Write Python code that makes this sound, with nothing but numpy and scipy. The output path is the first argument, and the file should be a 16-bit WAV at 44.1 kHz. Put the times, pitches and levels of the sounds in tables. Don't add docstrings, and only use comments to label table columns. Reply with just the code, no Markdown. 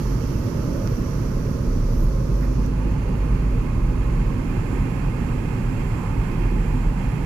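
import sys
import numpy as np
from scipy import signal
from scipy.fft import rfft, irfft, next_fast_len
from scipy.io import wavfile
from scipy.ndimage import uniform_filter1d, map_coordinates

SR = 44100
rng = np.random.default_rng(int(sys.argv[2]) if len(sys.argv) > 2 else 0)


def unload_wav(signal):
    wavfile.write(
        sys.argv[1],
        SR,
        np.round(np.clip(np.atleast_2d(signal).T, -1, 1) * 32767).astype(np.int16),
    )


N = 319725
TIME_S = np.arange(N) / SR
FFT_SIZE = next_fast_len(N, True)
FREQS_HZ = np.maximum(np.fft.rfftfreq(FFT_SIZE, 1 / SR), 1)

# time in seconds, firing rate in Hz.
FIRING_RATE = [(0, 44.5), (2.15, 45.6), (3.1, 48.7), (4.0, 52.3), (4.8, 46.3), (7.25, 48.3)]
# start in seconds, hold in seconds, level in dB.
ENGINE_PULLS = [(0, 0.05, -28), (.55, .15, -31), (2.08, 1.4, -23), (3.78, .25, -25.5)]
# frequency in Hz, relative level in dB.
SHUDDER_SPECTRUM = [(8, -18), (16, -25), (24, -2.5), (33, -2.5), (46, -0.5), (61, -3), (76, -9.5),
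                    (110, -41)]
RUMBLE_SPECTRUM = [(55, -42), (75, -13), (87, -7.5), (98, 0), (116, 0.5), (142, -2.5), (165, -4.5),
                   (195, -7), (220, -11), (255, -6.5), (295, -16), (340, -26), (600, -71)]
GRAIN_SPECTRUM = [(220, -32), (290, -5.5), (335, 1.5), (385, -0.55), (420, -4.5), (480, -3.5), (560, -10.5),
                  (690, -18.5), (900, -33)]
# frequency in Hz, coherence from 0 to 1.
CABIN_COHERENCE = [(55, 0.997), (110, 0.99), (200, 0.97), (380, 0.74), (700, 0.7), (1300, 0.25),
                   (2400, 0.006)]
# frequency in Hz, left minus right in dB.
CABIN_BALANCE = [(60, -2), (130, -2.1), (200, -1.8), (260, -7.3), (380, -8), (540, -12.5), (700, -5.5)]
# centre in Hz, width in Hz, dB re the roar at start, middle and end.
TREAD_MODES = [(443, 97, -9, -7, -7.5), (565, 83, -2.5, -5, -8.5), (642, 55, -22, -26, -9),
               (865, 170, -18, -4, -1), (1061, 102, -8, -2.5, -10.5), (1243, 64, -7.5, -8.5, -19),
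               (1510, 77, -24, -17, -21)]
# frequency in Hz, left and right density in dB per Hz.
AIR_SPECTRUM = [(600, -76, -74), (760, -81, -78), (1050, -82.9, -69.2), (1450, -83.1, -76.5),
                (2000, -89.3, -82.5), (3000, -91.4, -90), (3600, -93.6, -94), (4400, -92.5, -89.5),
                (5800, -97.4, -92), (7200, -96.1, -92.5), (8600, -99.5, -101), (10000, -105.5, -98),
                (10750, -106, -91.8), (11600, -107.5, -96.5), (13200, -110, -99), (14100, -112, -105),
                (15000, -116, -102)]
# frequency in Hz, relative level in dB.
HISS_SPECTRUM = [(760, -79), (860, -65), (970, -71), (1400, -75.5), (1800, -79), (2300, -79.5), (2550, -84),
                 (2800, -84), (3200, -85), (3650, -91), (4400, -84), (5300, -81.2), (6350, -83),
                 (6950, -85.5), (7800, -101), (9000, -96), (10100, -94.5), (10900, -88.3), (11800, -90.5),
                 (13250, -86.3), (14000, -100), (15000, -97)]
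# start in seconds, hold in seconds, level in dB.
SEAL_WHISTLES = [(.04, .05, -57), (.22, .04, -53), (.31, .05, -51), (.45, 1.0, -64)]
# centre in Hz, width in Hz, relative level in dB.
SEAL_TONES = [(2690, 55, 0), (3010, 70, -6)]
# peak time and sigma in seconds, level in dB, centre and sigma in Hz.
COARSE_PATCHES = [(.55, 0.2, -35, 270, 45), (.72, 0.25, -38, 520, 100), (1.1, .6, -37, 185, 30),
                  (1.52, .12, -40, 450, 110), (2.15, 0.3, -45, 550, 39.6), (2.95, .25, -49, 873, 70),
                  (3.0, .15, -43, 480, 70), (4.6, 0.3, -38.5, 300, 70), (5.4, .35, -39, 290, 60),
                  (6.04, 0.065, -41, 1050, 210), (6.35, 0.25, -38.5, 360, 85)]
FAR_ROAD_NOISE = [(.7, .25, -45, 500, 90), (1.05, .5, -48, 1330, 180), (.7, .7, -60, 2660, 90),
                  (3.2, .95, -59.5, 2560, 80)]
CASE_BRUSHES = [(.88, .04, -55, 13000, 1600), (.878, .01, -43, 1300, 450), (2.01, .05, -53.3, 12700, 1800),
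                (1.98, .1, -57.5, 13150, 600), (2.41, .065, -56, 12800, 1800),
                (2.44, .028, -42.8, 1550, 600)]
WET_SURGES = [(3.0, .28, -53, 2780, 140), (3.1, .4, -63, 4400, 140)]
# time in seconds, peak in dB, high-pass corner in Hz.
CASE_TICKS = [(.8748, -17.5, 900), (2.006, -28, 9000), (2.411, -28, 9000), (2.6635, -24.5, 8500)]
# frequency in Hz, relative level in dB.
CASE_SPECTRUM = [(900, -3), (2000, 6), (3600, -4.5), (5800, 6), (8300, -19), (11000, -12), (13300, -7),
                 (15500, -21)]
# start in seconds, hold in seconds, level in dB.
BODY_BOOMS = [(1.3, .08, -24), (1.68, 0.37, -19.7), (3.33, 1.25, -27), (3.85, .6, -28), (4.8, 2.45, -30),
              (6.4, 0.5, -24.5)]
# frequency in Hz, relative level in dB.
SWISH_SPECTRUM = [(600, -73), (740, -68.5), (860, -66), (1080, -71), (1270, -70), (1380, -74), (1500, -72),
                  (1750, -71.5), (1980, -74.5), (2130, -69), (2310, -75.5), (2470, -69), (2610, -75),
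                  (2700, -72), (2840, -80), (3040, -84), (3190, -79.5), (3400, -88), (3700, -93),
                  (4400, -90.5), (4800, -93), (6300, -96), (8600, -100), (10000, -96), (10700, -90.7),
                  (11900, -98), (13200, -98), (14100, -105), (15000, -100.5)]
# time in seconds, gain in dB.
SWISH_GAIN = [(0, -25), (1.2, -10.5), (2.1, -20), (2.9, -3.8), (3.3, -4), (3.9, -3.5), (4.65, 0.5),
              (7.25, -0.2)]
GLASS_NOTCHES = [(800, 675), (727, 638)]


def from_db(db):
    return 10 ** (np.asarray(db) / 20)


def unit_rms(x):
    return x / np.sqrt(np.mean(x ** 2) + 1e-20)


def over_time(rows):
    return np.interp(TIME_S, *np.transpose(rows))


def over_hz(rows):
    hz, *columns = np.transpose(rows)
    return [np.interp(np.log(FREQS_HZ), np.log(hz), column) for column in columns]


def gains(spectrum):
    inside = np.minimum(1, np.minimum(FREQS_HZ / spectrum[0][0], spectrum[-1][0] / FREQS_HZ))
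    return from_db(over_hz(spectrum)) * inside ** 4


def noise(gain):
    return irfft(rfft(rng.standard_normal(FFT_SIZE)) * gain, FFT_SIZE)[:N] * np.sqrt(SR / 2)


def resonance(hz, width_hz):
    return unit_rms(noise(1 / (1 + 2 * ((FREQS_HZ - hz) / width_hz) ** 2)))


def drift(rate_hz):
    knots = rng.standard_normal(400)
    return unit_rms(map_coordinates(knots, [TIME_S * rate_hz + 2], order=3, mode="wrap"))


def steady(x, span_s):
    return x / np.sqrt(uniform_filter1d(x ** 2, int(span_s * SR)) + 1e-12)


def envelope(events, attack_s, release_s):
    power = np.zeros(N)
    for start_s, hold_s, level_db in events:
        rise = np.clip(1 + (TIME_S - start_s) / attack_s, 0, 1)
        fall = np.exp(-np.maximum(TIME_S - start_s - hold_s, 0) / release_s)
        power += (from_db(level_db) * rise * fall) ** 2
    return np.sqrt(power)


def drone(hz, waver_db, pitch_wander, rate_hz):
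    phase = 2 * np.pi * np.cumsum(hz * (1 + pitch_wander * drift(rate_hz))) / SR
    return from_db(waver_db * drift(rate_hz)) * np.sin(phase) * np.sqrt(2)


def engine(coast_db=-38):
    pull = envelope(ENGINE_PULLS, attack_s=.06, release_s=.3)
    tone = drone(over_time(FIRING_RATE), waver_db=.8, pitch_wander=.004, rate_hz=7.9)
    return np.hypot(from_db(coast_db), pull) * tone


def road_rumble(shudder_db=-27, rumble_db=-25, grain_db=-36, grain_fade_db_per_s=.62):
    spectra = SHUDDER_SPECTRUM, RUMBLE_SPECTRUM, GRAIN_SPECTRUM
    shudder, rumble, grain = [steady(noise(gains(rows)[0]), span_s=.38) for rows in spectra]
    grain *= from_db(grain_db - grain_fade_db_per_s * TIME_S)
    return from_db(shudder_db) * shudder + from_db(rumble_db) * rumble + grain


def through_cabin(x):
    coherence = over_hz(CABIN_COHERENCE)[0]
    tilt = from_db(over_hz(CABIN_BALANCE)[0])
    direct = rfft(x, FFT_SIZE)
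    phase_walk = np.cumsum(rng.normal(0, .2, len(FREQS_HZ)))
    diffuse = direct * np.exp(1j * phase_walk) * np.sqrt((1 - coherence) / (1 + coherence))
    pair = np.array([(direct + diffuse) * tilt, direct - diffuse]) * 2 / (1 + tilt)
    return irfft(pair, FFT_SIZE)[:, :N]


def tyre_roar(start_db=-46.5, rise_db_per_s=.65, left_db=-5.5, right_db=.5, coherence=.76):
    pair = np.zeros((2, N))
    roar_db = start_db + rise_db_per_s * TIME_S
    for hz, width_hz, *weights_db in TREAD_MODES:
        weight_db = np.interp(TIME_S, np.linspace(0, TIME_S[-1], len(weights_db)), weights_db)
        common, left, right = [resonance(hz, width_hz) for _ in range(3)]
        mode = np.sqrt(coherence) * common + np.sqrt(1 - coherence) * np.array([left, right])
        pair += from_db(roar_db + weight_db) * mode
    return pair * from_db([[left_db], [right_db]])


def through_floor(pair, lead_s=.00008):
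    return np.array([np.interp(TIME_S + lead_s, TIME_S, pair[0]), pair[1]])


def cabin_air():
    coherence = over_hz(CABIN_COHERENCE)[0]
    common = rfft(rng.standard_normal(FFT_SIZE))
    separate = rfft(rng.standard_normal((2, FFT_SIZE)))
    pair = np.sqrt(coherence) * common + np.sqrt(1 - coherence) * separate
    return irfft(gains(AIR_SPECTRUM) * pair, FFT_SIZE)[:, :N] * np.sqrt(SR / 2)


def window_hiss(gain_db=1.5, fade_db_per_s=1.97, stop_s=2.66, drop_db=4, tail_db_per_s=55):
    colour = gains(HISS_SPECTRUM)[0]
    low, high = FREQS_HZ < 3370, FREQS_HZ > 11500
    body = noise(colour * low) * from_db(-2 * TIME_S)
    treble = noise(colour * ~(low | high))
    top = noise(colour * high) * from_db(-3 * np.maximum(TIME_S - 1.3, 0))
    ring = resonance(hz=5820, width_hz=280) * from_db(-53 + 1.5 * drift(rate_hz=25))
    since_stop_s = np.maximum(TIME_S - stop_s, 0)
    stop_db = drop_db * (since_stop_s > 0) + tail_db_per_s * since_stop_s
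    flutter_db = .45 * drift(rate_hz=25)
    return (body + treble + top + ring) * from_db(gain_db - fade_db_per_s * TIME_S - stop_db + flutter_db)


def seal_whistle():
    tones = sum(from_db(db) * steady(resonance(hz, width_hz), span_s=.033)
                for hz, width_hz, db in SEAL_TONES)
    return tones * envelope(SEAL_WHISTLES, attack_s=.02, release_s=.025)


def swells(rows, grit_db):
    total = np.zeros(N)
    for peak_s, sigma_s, level_db, centre_hz, sigma_hz in rows:
        band = unit_rms(noise(np.exp(-.5 * ((FREQS_HZ - centre_hz) / sigma_hz) ** 2)))
        total += from_db(level_db) * np.exp(-.5 * ((TIME_S - peak_s) / sigma_s) ** 2) * band
    return total * from_db(grit_db * drift(rate_hz=50))


def case_ticks():
    total = np.zeros(N)
    impulse = irfft(gains(CASE_SPECTRUM)[0], FFT_SIZE)
    for time_s, peak_db, corner_hz in CASE_TICKS:
        highpass = signal.butter(2, corner_hz, "high", fs=SR, output="sos")
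        push = signal.sosfilt(highpass, np.roll(impulse, round(time_s * SR))[:N])
        total += from_db(peak_db) * push / np.abs(push).max()
    return total


def body_boom(start_hz=32.74, rise_hz_per_s=.56):
    tone = drone(start_hz + rise_hz_per_s * TIME_S, waver_db=.9, pitch_wander=.025, rate_hz=7)
    return envelope(BODY_BOOMS, attack_s=.025, release_s=.08) * tone


def microphone_turn(before_hz, after_hz, start_s=2.1, length_s=3.5):
    progress = np.clip((TIME_S - start_s) / length_s, 0, 1)
    return before_hz + (after_hz - before_hz) * np.sin(np.pi / 2 * progress) ** 2


def wet_swish():
    centre_hz = microphone_turn(before_hz=6370, after_hz=7300)
    sizzle = resonance(centre_hz[0], width_hz=750)
    read_position = np.cumsum(centre_hz / centre_hz[0])
    sizzle = map_coordinates(sizzle, [read_position], order=5, mode="mirror")
    sizzle *= from_db(-57.8 + 1.2 * drift(rate_hz=4))
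    spray = noise(gains(SWISH_SPECTRUM)[0])
    flutter_db = .7 * drift(rate_hz=14)
    return (spray + sizzle) * from_db(over_time(SWISH_GAIN) + flutter_db)


def glass_reflection(pair, width_hz=90, depth=.44):
    centre_hz = np.array([microphone_turn(*slide) for slide in GLASS_NOTCHES])
    carrier = np.exp(2j * np.pi * np.cumsum(centre_hz, axis=1) / SR)
    lowpass = signal.butter(1, width_hz / 2, fs=SR, output="sos")
    baseband = signal.sosfilt(lowpass, pair / carrier)
    return pair - depth * 2 * np.real(baseband * carrier)


def on_right(x, left_db):
    return np.array([x * from_db(left_db), x])


def scene():
    lows = through_cabin(engine() + body_boom() + road_rumble() + swells(COARSE_PATCHES, grit_db=1.5))
    hiss = window_hiss()
    swish = on_right(wet_swish() + swells(WET_SURGES, grit_db=1), left_db=-52)
    handling = swells(CASE_BRUSHES, grit_db=1.7) + case_ticks()
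    floor = through_floor(lows + tyre_roar())
    close = on_right(hiss + seal_whistle() + handling, left_db=-35)
    far_side = np.array([swells(FAR_ROAD_NOISE, grit_db=1.5), np.zeros(N)])
    return glass_reflection(floor + cabin_air() + swish + close + far_side)


def record(dry):
    return signal.sosfilt(signal.ellip(10, .1, 80, 15400, fs=SR, output="sos"), dry)


dry = scene()
out = record(dry)
unload_wav(out)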